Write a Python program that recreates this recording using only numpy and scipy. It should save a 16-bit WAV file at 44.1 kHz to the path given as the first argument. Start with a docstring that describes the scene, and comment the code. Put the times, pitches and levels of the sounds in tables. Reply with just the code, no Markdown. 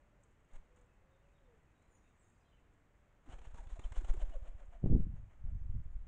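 """A garden at dawn, on one fixed microphone. Far doves coo over a quiet floor and feet tick in the grass.
Close by, a wood pigeon hops with a flick of its wings, and thin songbird notes follow from far off.
At 3.3 s the pigeon climbs away overhead: its wings clap above the back, swish and whistle down, and
send a low pressure dip at each turn. From 4.8 s the downwash buffets the microphone, while the last
wingbeats fade and a distant songbird repeats a falling call."""
import sys
import numpy as np
from scipy import signal
from scipy.fft import rfft, irfft, next_fast_len
from scipy.io import wavfile
from scipy.ndimage import uniform_filter1d, map_coordinates

SR = 44100
rng = np.random.default_rng(int(sys.argv[2]) if len(sys.argv) > 2 else 0)


def digitize_waveform(pressure):
    """Quantize a signal to 16-bit integers and store it at the path in sys.argv[1].

    Rows of a 2-D input are taken as channels; values are limited to [-1, 1].
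    """
    field = np.atleast_2d(pressure).T
    bounded = np.clip(field, -1, 1)
    quanta = np.round(bounded * 32767).astype(np.int16)
    wavfile.write(sys.argv[1], SR, quanta)


N = 267775
T = np.arange(N) / SR


def amp(db):
    """Gain of a level in dB."""
    return 10 ** (np.asarray(db) / 20)


def unit(x):
    """Scaled to rms 1."""
    return x / np.sqrt(np.mean(x ** 2) + 1e-20)


def along(points, hz):
    """(Hz, value) points read on a log axis."""
    point_hz, values = np.transpose(points)
    return np.interp(np.log(hz + 1), np.log(point_hz + 1), values)


def filtered(x, response):
    """x times a response of frequency; the end is eased out so that it does not click."""
    x = np.concatenate([x, x[..., -1:] * np.hanning(4096)[2048:]], axis=-1)
    size = next_fast_len(N + SR // 2)
    return irfft(rfft(x, size) * response(np.fft.rfftfreq(size, 1 / SR)), size)[..., :N]


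def noise(spectrum):
    """Coloured noise of rms 1."""
    return unit(filtered(rng.standard_normal(N), lambda hz: amp(along(spectrum, hz))))


def narrow_noise(width_hz):
    """Slow complex noise; on a carrier it makes a breathy band."""
    real, imag = filtered(rng.standard_normal((2, N)), lambda f: 1 / (1 + (f / width_hz) ** 2))
    return unit(real) + 1j * unit(imag)


def wobble(rate):
    """A smooth random curve, rate knots a second."""
    return map_coordinates(rng.standard_normal(int(N * rate / SR) + 4), [T * rate])


def whistles(notes, breath, width_hz):
    """Short gliding tones with rounded ends; held notes are clearer, glides breathier."""
    out, air = np.zeros(N), narrow_noise(width_hz)
    for start, length, from_hz, to_hz, db in notes:
        span = slice(round(start * SR), round((start + length) * SR))
        progress = (T[span] - start) / length
        phase = 2 * np.pi * np.cumsum(from_hz + (to_hz - from_hz) * progress) / SR
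        share = breath * min(1, .25 + abs(to_hz - from_hz) / 60)
        voice = np.sqrt(2) * (1 - share) + share * air[span]
        envelope = amp(db) * np.abs(np.sin(np.pi * progress)) ** .5
        out[span] += envelope * np.real(voice * np.exp(1j * phase))
    return out


def bursts(starts, levels_db, t60_s, attack_s):
    """An envelope that rises fast at each start and dies away."""
    out, age = np.zeros(N + SR), T[:SR // 4]
    rise = 1 - np.exp(-age / attack_s)
    for start, db in zip(starts, levels_db):
        out[round(start * SR):][:len(age)] += amp(db - 60 * age / t60_s) * rise
    return out[:N]


def bumps(rows, before=0, after=0, pointed=0):
    """Pressure bumps, round or pointed by a share, with optional opposite lobes before and after."""
    out = np.zeros(N)
    for centre, db, width_ms, push in rows:
        span = slice(round((centre - .2) * SR), round((centre + .2) * SR))
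        u = (T[span] - centre) / (width_ms / 1000)
        peak = (1 - pointed) * np.exp(-2.8 * u ** 2) + pointed / np.cosh(np.clip(2.88 * u, -50, 50))
        lobes = before * np.exp(-2.2 * (u + 1.8) ** 2) + after * np.exp(-2.2 * (u - 1.2) ** 2)
        out[span] += push * amp(db) * (peak - lobes)
    return out


# Spectrum of the quiet garden: frequency_hz, density_db
DAWN_SPECTRUM = [(12, -9), (40, -2), (65, -8.5), (120, -13), (250, -20), (500, -24), (1000, -26.5),
                 (2000, -30), (2600, -35.5), (3300, -41), (4100, -48), (5000, -52.5), (6500, -46),
                 (8000, -46.5)]


def dawn_floor():
    """Far traffic, leaves and the microphone's own hiss, slowly uneven."""
    return amp(-68.5 + 0.24 * wobble(3.3)) * noise(DAWN_SPECTRUM)


# Coos in the distance: start_s, crest_s, end_s, start_hz, crest_hz, end_hz, level_db
DOVE_COOS = [(-.05, 0.104, 0.242, 564, 598, 569, -70.5), (0.214, 0.252, 0.31, 480, 460, 440, -72),
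             (.61, .68, .87, 430, 500, 488, -76), (.99, 1.35, 1.62, 520, 572, 415, -73),
             (1.582, 1.7, 2.1, 303, 309, 295, -70), (1.87, 2.05, 2.14, 440, 620, 605, -75),
             (2.583, 2.65, 2.9, 305, 303, 287, -67), (2.88, 3.018, 3.28, 580, 588, 564, -76)]


def doves(throat_hz=470, loss_db_per_hz=0.0893, hoarse=.25, fade_s=.03):
    """Far doves: soft, hoarse glides that weaken away from the throat's own pitch."""
    out = np.zeros(N)
    breath = 1 - hoarse + hoarse * narrow_noise(width_hz=34).real
    for start, crest, end, from_hz, crest_hz, to_hz, db in DOVE_COOS:
        bend = np.sin(np.pi / 2 * np.interp(T, [start, crest, end], [-1, 0, 1])) ** 2
        hz = crest_hz - bend * np.where(T < crest, crest_hz - from_hz, crest_hz - to_hz)
        fade_db = np.interp(T, [start, start + fade_s, end - fade_s, end], [-16, 0, 0, -16], -150, -150)
        level = amp(db - loss_db_per_hz * np.abs(hz - throat_hz) + fade_db + 1.6 * wobble(17))
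        phase = 2 * np.pi * np.cumsum(hz * (1 + .012 * wobble(150))) / SR
        out += np.sqrt(2) * breath * level * np.sin(phase)
    return out


# Feet and beaks in the grass: start_s, level_db
GRASS_TICKS = [(0.234, -63), (0.4464, -75), (0.5337, -65), (0.5546, -61), (0.7613, -64), (0.7871, -69.5),
               (0.8116, -69), (1.8223, -71.5), (2.1745, -81), (2.7342, -76)]


def grass():
    """Blades tick dryly at ground level, over a faint uneven rustle."""
    starts, db = np.transpose(GRASS_TICKS)
    blades = noise([(1500, -27.5), (3000, -34.0), (5200, -30), (6500, -1.5), (8000, -3.5)])
    ticks = bursts(starts, db - 0.5, t60_s=0.041, attack_s=0.00078)
    rustle = amp(-92.5 + 1.8 * wobble(7.2) + 3.7 * wobble(90))
    return (ticks + rustle) * blades


# Wings flicked on the ground: peak_s, level_db, rise_s, fall_s, whoop_relative_db, whoop_hz
GROUND_SHUFFLES = [(0.561, -70.5, 0.057, 0.021, -10, 503), (0.771, -80, 0.034, 0.06, -12, 506),
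                   (3.274, -75.5, 0.022, 0.037, 6.5, 305)]
# The long rush of the climb, one row with the same columns
CLIMB_RUSH = (4, -78, 0.4, 0.76, -37, 594)
# Downstrokes overhead: peak_s, level_db, whoop_relative_db, whoop_hz, turn_s, dip_db, dip_ms, sag_db
WING_DOWNSTROKES = [(3.33, -62.5, -5, 700, 3.366, -44, 21, -42), (3.46, -68, -8, 600, 3.499, -42, 13, -51),
                    (3.585, -65.5, -0.5, 940, 3.63, -40.5, 10.4, -36.5),
                    (3.72, -67.5, -17, 590, 3.731, -31, 10.5, -48),
                    (3.855, -66, -5, 662, 3.858, -27.5, 11.5, -55),
                    (3.98, -60, -11, 576, 3.985, -22.5, 13, -48),
                    (4.1, -60.5, -2, 636, 4.107, -18, 15.3, -41),
                    (4.225, -63, 4, 610, 4.233, -22, 13.3, -32.5),
                    (4.35, -68, 8, 602, 4.363, -27.5, 16.3, -47),
                    (4.475, -70.5, 5.5, 608, 4.493, -32.5, 18.5, -41.5),
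                    (4.61, -71.5, 0.5, 575, 4.626, -38, 18, -43.5),
                    (4.74, -74.5, 5.5, 689, 4.76, -39.5, 14, -42.5)]
# Upstrokes that reach the microphone: peak_s, level_db, whoop_relative_db, whoop_hz
WING_UPSTROKES = [(3.385, -68.5, 3, 504), (3.511, -74.5, -7, 500), (3.64, -70.5, -9, 594),
                  (3.765, -72, 6.5, 712), (4.012, -69, 8, 378), (4.139, -71, 11.5, 410),
                  (4.265, -78.5, 6, 780), (4.3, -72.5, 5, 385)]


def wing_strokes(down_rise_s=0.029, up_rise_s=.008, up_fall_s=0.0098):
    """Every stroke from the hop to the last far beat, in the columns of GROUND_SHUFFLES."""
    strokes = list(GROUND_SHUFFLES) + [CLIMB_RUSH]
    for peak, db, whoop_db, hz, _, dip_db, _, _ in WING_DOWNSTROKES:
        fall_s = 0.008 + .0012 * min(abs(-20.5 - dip_db), 14)  # a hard turn stops the swish sooner
        strokes.append((peak, db, down_rise_s, fall_s, whoop_db, hz))
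    for peak, db, whoop_db, hz in WING_UPSTROKES:
        strokes.append((peak, db, up_rise_s, up_fall_s, whoop_db, hz))
    for beat in range(5):  # far off, ever slower and fainter
        peak = 4.875 + 0.14 * beat + 0.0033 * beat ** 2
        strokes.append((peak, -75.5 - 1.1 * beat, down_rise_s, 0.026, -4, 623))
    return strokes


# Feather noise through the microphone's housing: frequency_hz, density_db
FEATHER_SPECTRUM = [(60, -15), (130, 1), (300, -6), (800, -2.5), (1150, -5.5), (1650, -8), (2600, -13),
                    (3200, -15.5), (4000, -23.5), (4900, -34), (5800, -27), (6800, -18), (8000, -23)]


def wing_swishes():
    """Air tears over the feathers; each stroke also whoops in a low band that sinks as the wing slows."""
    swish_level, whoop = np.zeros(N), np.zeros(N)
    air = 0.85 + 0.71 * narrow_noise(width_hz=60)
    for peak, db, rise, fall, whoop_db, hz in wing_strokes():
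        age = T - peak
        envelope = amp(db) * np.exp(-(age / np.where(age < 0, rise, fall)) ** 2)
        swish_level += envelope
        sink = 5.2 * np.clip(1 - (peak - 4.3) / .2, .2, 1)  # the glide flattens as the bird levels out
        glide_s = np.clip(age, -.06, .06)
        phase = 2 * np.pi * hz * (age - sink * glide_s * (2 * age - glide_s))
        late = np.roll(envelope, 300)  # the whoop peaks near the end of the stroke
        whoop += amp(whoop_db) * late * np.real(air * np.exp(1j * phase))
    rustle = amp(2.3 * wobble(120) + 0.99 * wobble(500))  # single feathers slip and flick
    feathers = unit(rustle * noise(FEATHER_SPECTRUM))
    treble = filtered(feathers, lambda f: f > 3300)
    facing_db = 4.5 * np.exp(-((T - 3.8) / .45) ** 2)  # the wings face the microphone
    leaving_db = -5.4 * np.clip(T - 4.2, 0, 1.5)  # the bird turns away and climbs
    feathers += (amp(facing_db + leaving_db) - 1) * treble
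    return 1.343 * swish_level * feathers + 1.4 * whoop


# Air right on the microphone's port: centre_s, level_db, width_ms, push_gain (negative pulls)
PORT_THUDS = [(.54, -43.5, 13, 0.94), (.565, -40, 21, -0.9), (.592, -48.5, 12, 0.96), (3.297, -41, 5.7, -1),
              (3.345, -41, 12, 1), (3.475, -39.5, 7.8, 1), (4.179, -34, 7.2, 1), (4.8417, -21.5, 1.7, 1),
              (4.8455, -21.5, 3.3, -0.99), (4.861, -19, 1.53, -0.86), (4.88, -36.5, 52, -1),
              (4.9, -28, 1.9, -1.1), (4.911, -21.5, 3.8, 0.96), (4.922, -25.5, 3.4, 0.98),
              (4.933, -18.5, 41, 0.99), (4.94, -20.5, 6, 0.94), (4.946, -24, 2.6, -0.93),
              (4.9505, -19, 2.5, -1), (4.956, -23.5, 2.6, 1), (4.982, -27, 7.1, -1),
              (5.005, -29, 2.5, -1.16), (5.069, -30, 3.7, -1.04), (5.46, -30, 9.6, -0.9),
              (5.553, -31, 5.9, -1.02), (5.702, -30, 7.8, -1), (5.75, -33.5, 9.4, -0.78),
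              (5.762, -30, 5.1, 0.94), (5.861, -33, 6.5, 0.91), (5.96, -30.5, 14.4, 1)]


def port_thuds():
    """Single strong pushes and pulls of air land as pointed thuds."""
    return bumps(PORT_THUDS, before=0.046, after=0.071, pointed=0.88)


# Top of each beat, where the wings meet and turn: start_s, clap_db, pop_relative_db, dip_db, dip_ms
WING_TOPS = [(0.557, -56, -14, -54, 6), (3.2877, -57.5, 4, -48, 8.4), (3.4156, -51.5, -9, -43, 9.3),
             (3.5431, -49, -4.5, -39, 7.8), (3.6698, -51, -11.5, -40.5, 6.5),
             (3.7928, -41.5, -21, -38.5, 4.8), (3.9202, -40.5, -15, -35.5, 6),
             (4.045, -41.5, -19.5, -31.5, 9.1), (4.167, -55, 6.5, -31.5, 17),
             (4.2922, -56.5, -7, -32.5, 11), (4.427, -58.5, -9, -34.5, 7.6), (4.552, -68, -7.5, -37.5, 7.3),
             (4.688, -73.5, -8.5, -42, 7)]


def wing_claps():
    """The wings meet above the back: a crack and a hollow pop."""
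    starts, db, pop_db, *_ = np.transpose(WING_TOPS)
    crack = bursts(starts, db - 6.5, t60_s=0.04, attack_s=0.0011) * noise(FEATHER_SPECTRUM)
    hollow = noise([(100, -21.0), (200, 4.5), (1000, -3.5), (2000, -28.5)])
    pop = bursts(starts, db + pop_db - 5.0, t60_s=0.06, attack_s=0.00039) * hollow
    return crack + pop


def wing_dips(wake_lag_s=0.03, wake_db=-42.5, wake_ms=16, sag_lead_s=.028):
    """At close range the pressure dips at each turn of the wing, sags in mid-stroke and dips after it."""
    takeoff_s = WING_TOPS[1][0]
    dips = [(start, db, ms, -1) for start, _, _, db, ms in WING_TOPS]
    sags = []
    for *_, turn, dip_db, dip_ms, sag_db in WING_DOWNSTROKES:
        dips += [(turn, dip_db, dip_ms, -1), (turn + wake_lag_s, wake_db, wake_ms, -1)]
        sag_ms = 6.9 + 14 * (turn - takeoff_s)  # broader as the bird climbs
        sags.append((turn - sag_lead_s, sag_db, sag_ms, -1))
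    return bumps(dips, before=0.02, after=0.032) + bumps(sags)


# Distant song before the take-off: start_s, length_s, start_hz, end_hz, level_db
SONG_NOTES = [(.88, 0.049, 2580, 2537, -85), (1.11, 0.065, 3690, 3600, -91), (1.23, 0.045, 3000, 2540, -86),
              (1.28, 0.032, 2500, 2540, -84), (1.33, .07, 3760, 3730, -90), (1.37, 0.026, 3400, 3240, -88),
              (1.45, .023, 3620, 3510, -91), (1.66, .046, 2580, 2510, -84.5),
              (1.74, 0.076, 3810, 3840, -95), (1.8, .1, 3950, 4100, -97), (1.87, .13, 7250, 6820, -87.5),
              (1.91, .07, 7070, 6870, -91), (1.92, .07, 6650, 6450, -89), (1.95, .05, 6400, 5600, -92),
              (2.03, 0.064, 2420, 2690, -84), (2.035, 0.082, 3724, 3720, -86.5),
              (2.185, .065, 7950, 7050, -83), (2.25, 0.079, 7230, 7400, -88.5),
              (2.22, 0.098, 3710, 3710, -95), (2.23, 0.07, 6500, 6750, -83.5),
              (2.34, .035, 4960, 4450, -97), (2.37, .06, 6100, 5800, -97), (2.4, .04, 5100, 4850, -96),
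              (2.39, .078, 2480, 2610, -90.5), (2.43, 0.084, 4020, 3990, -94),
              (2.44, 0.059, 3300, 3200, -91), (2.48, .03, 3600, 3550, -90), (2.51, 0.043, 3080, 2920, -81),
              (2.57, 0.029, 2810, 2580, -80)]
# A falling call repeated after it: start_s, start_hz, level_db
SEEP_CALLS = [(5.16, 6740, -95), (5.3, 6360, -93.5), (5.43, 6380, -98), (5.52, 6640, -94),
              (5.57, 6350, -96), (5.72, 6570, -97), (5.9, 6920, -94)]


def songbirds(seep_s=.045, seep_drop_hz=190):
    """Songbirds whistle thin, breathy notes far from the microphone."""
    seeps = [(start, seep_s, hz, hz - seep_drop_hz, db) for start, hz, db in SEEP_CALLS]
    return whistles(SONG_NOTES + seeps, breath=0.94, width_hz=90)


# Flight feathers sounding overhead: start_s, length_s, start_hz, end_hz, level_db
FEATHER_NOTES = [(3.305, 0.041, 2710, 3185, -71), (3.43, 0.049, 2500, 3200, -74.5),
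                 (3.69, .03, 3600, 3900, -83), (3.811, 0.012, 3700, 3570, -75),
                 (3.833, 0.023, 3130, 3070, -67), (3.945, 0.03, 2910, 3040, -68.5),
                 (4.195, 0.028, 3000, 3170, -70), (4.32, 0.028, 2900, 2900, -74)]


def wing_whistles():
    """Air whistles briefly through the flight feathers during the climb."""
    return whistles(FEATHER_NOTES, breath=1.0, width_hz=120)


# Strength of the big eddies in two gusts on the microphone: time_s, level_db
DOWNWASH_GUSTS = [(4.816, -62.5), (4.84, -31), (4.89, -32.5), (4.94, -25.5), (5.04, -33), (5.11, -40.5),
                  (5.23, -47), (5.32, -59), (5.38, -56.5), (5.45, -38), (5.55, -38.5), (5.64, -39.5),
                  (5.781, -33), (5.84, -49), (5.88, -43), (6.07, -44)]


def downwash(small_at_strike_db=-14, settle_s=.3, spurt_db=6):
    """Eddies sweep the port in lumps; the more small ones the air carries, the brighter the rumble."""
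    times, db = np.transpose(DOWNWASH_GUSTS)
    hz, frame_s, spectra = signal.stft(rng.standard_normal(N), SR, nperseg=1024, noverlap=896)
    # small eddies abound where the first gust strikes; later their share follows the air's strength
    fresh = np.exp(-(np.clip(frame_s - times[0], 0, None) / settle_s) ** 2)
    small_later_db = -27 + .6 * (np.interp(frame_s, times, db) + 31.5)
    small_db = fresh * small_at_strike_db + (1 - fresh) * small_later_db
    db_per_hz = np.clip((small_db + 6.5) / 170, -.3, -.045)
    tilt = (hz[:, None] + 14) ** -.4 * amp(db_per_hz * hz[:, None])
    tilt /= np.sqrt(np.mean(tilt ** 2, 0))
    eddies = signal.istft(spectra * tilt, SR, nperseg=1024, noverlap=896)[1][:N]
    # the strength of the gust bounds the size of the eddies
    evened = eddies / np.abs(uniform_filter1d(eddies ** 2, 2600)) ** .45
    level = uniform_filter1d(amp(np.interp(T, times, db, left=-120) - 2.0), 300)
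    rumble = level * unit(evened)
    small = filtered(rumble, lambda f: f ** 2 / (f ** 2 + 150 ** 2))
    spurts = uniform_filter1d(unit(amp(5 * wobble(90))), 150)  # small eddies break loose
    return rumble + small * (amp(spurt_db) * spurts - 1)


# Decay of sound among the garden's hedges: frequency_hz, t60_s
HEDGE_DECAY = [(200, 0.85), (2000, 0.54), (8000, 0.9)]


def hedges(x, wet_db):
    """x with the scattered answer of the hedges, each frequency dying at its own speed."""
    hz, age, spectra = signal.stft(rng.standard_normal(SR // 2), SR, nperseg=256)
    decay = amp(-60 * age / along(HEDGE_DECAY, hz)[:, None])
    tail = signal.istft(spectra * decay, SR, nperseg=256)[1]
    delayed = np.pad(x, (300, 0))
    return x + amp(wet_db) * signal.fftconvolve(delayed, tail / np.linalg.norm(tail))[:N]


def scene():
    """The far garden and the near pigeon, all at the one microphone."""
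    garden = dawn_floor() + hedges(doves(), wet_db=-11) + grass() + hedges(songbirds(), wet_db=-2.5)
    wings = hedges(wing_swishes() + wing_claps(), wet_db=-7.5) + wing_whistles()
    # the microphone's 3 Hz bass cut swings each bump back
    pressure = filtered(port_thuds() + wing_dips(), lambda f: 1j * f / (3 + 1j * f))
    return (garden + wings + pressure + downwash())[None]


# Filter of the converter behind the microphone: frequency_hz, gain_db
IMAGE_FILTER = [(7990, -6.5), (8500, -2.5), (9300, -11), (10000, -15)]


def record(dry, converter_hz=16000, top_hz=15800):
    """A slow converter leaves a mirror image above half its rate; a faint flat hiss lies under all."""
    base = filtered(dry, lambda f: f < converter_hz / 2)
    upper = filtered(base, lambda f: f > converter_hz / 3)
    image = 2 * upper * np.cos(2 * np.pi * converter_hz * T)
    rolloff = IMAGE_FILTER + [(10300, -86)]
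    mirror = filtered(image, lambda f: amp(along(rolloff, f)) * (f > converter_hz / 2))
    hiss = amp(-98.5) * rng.standard_normal(dry.shape)
    return filtered(base + mirror + hiss, lambda f: f < top_hz)


dry = scene()
out = record(dry)
digitize_waveform(out)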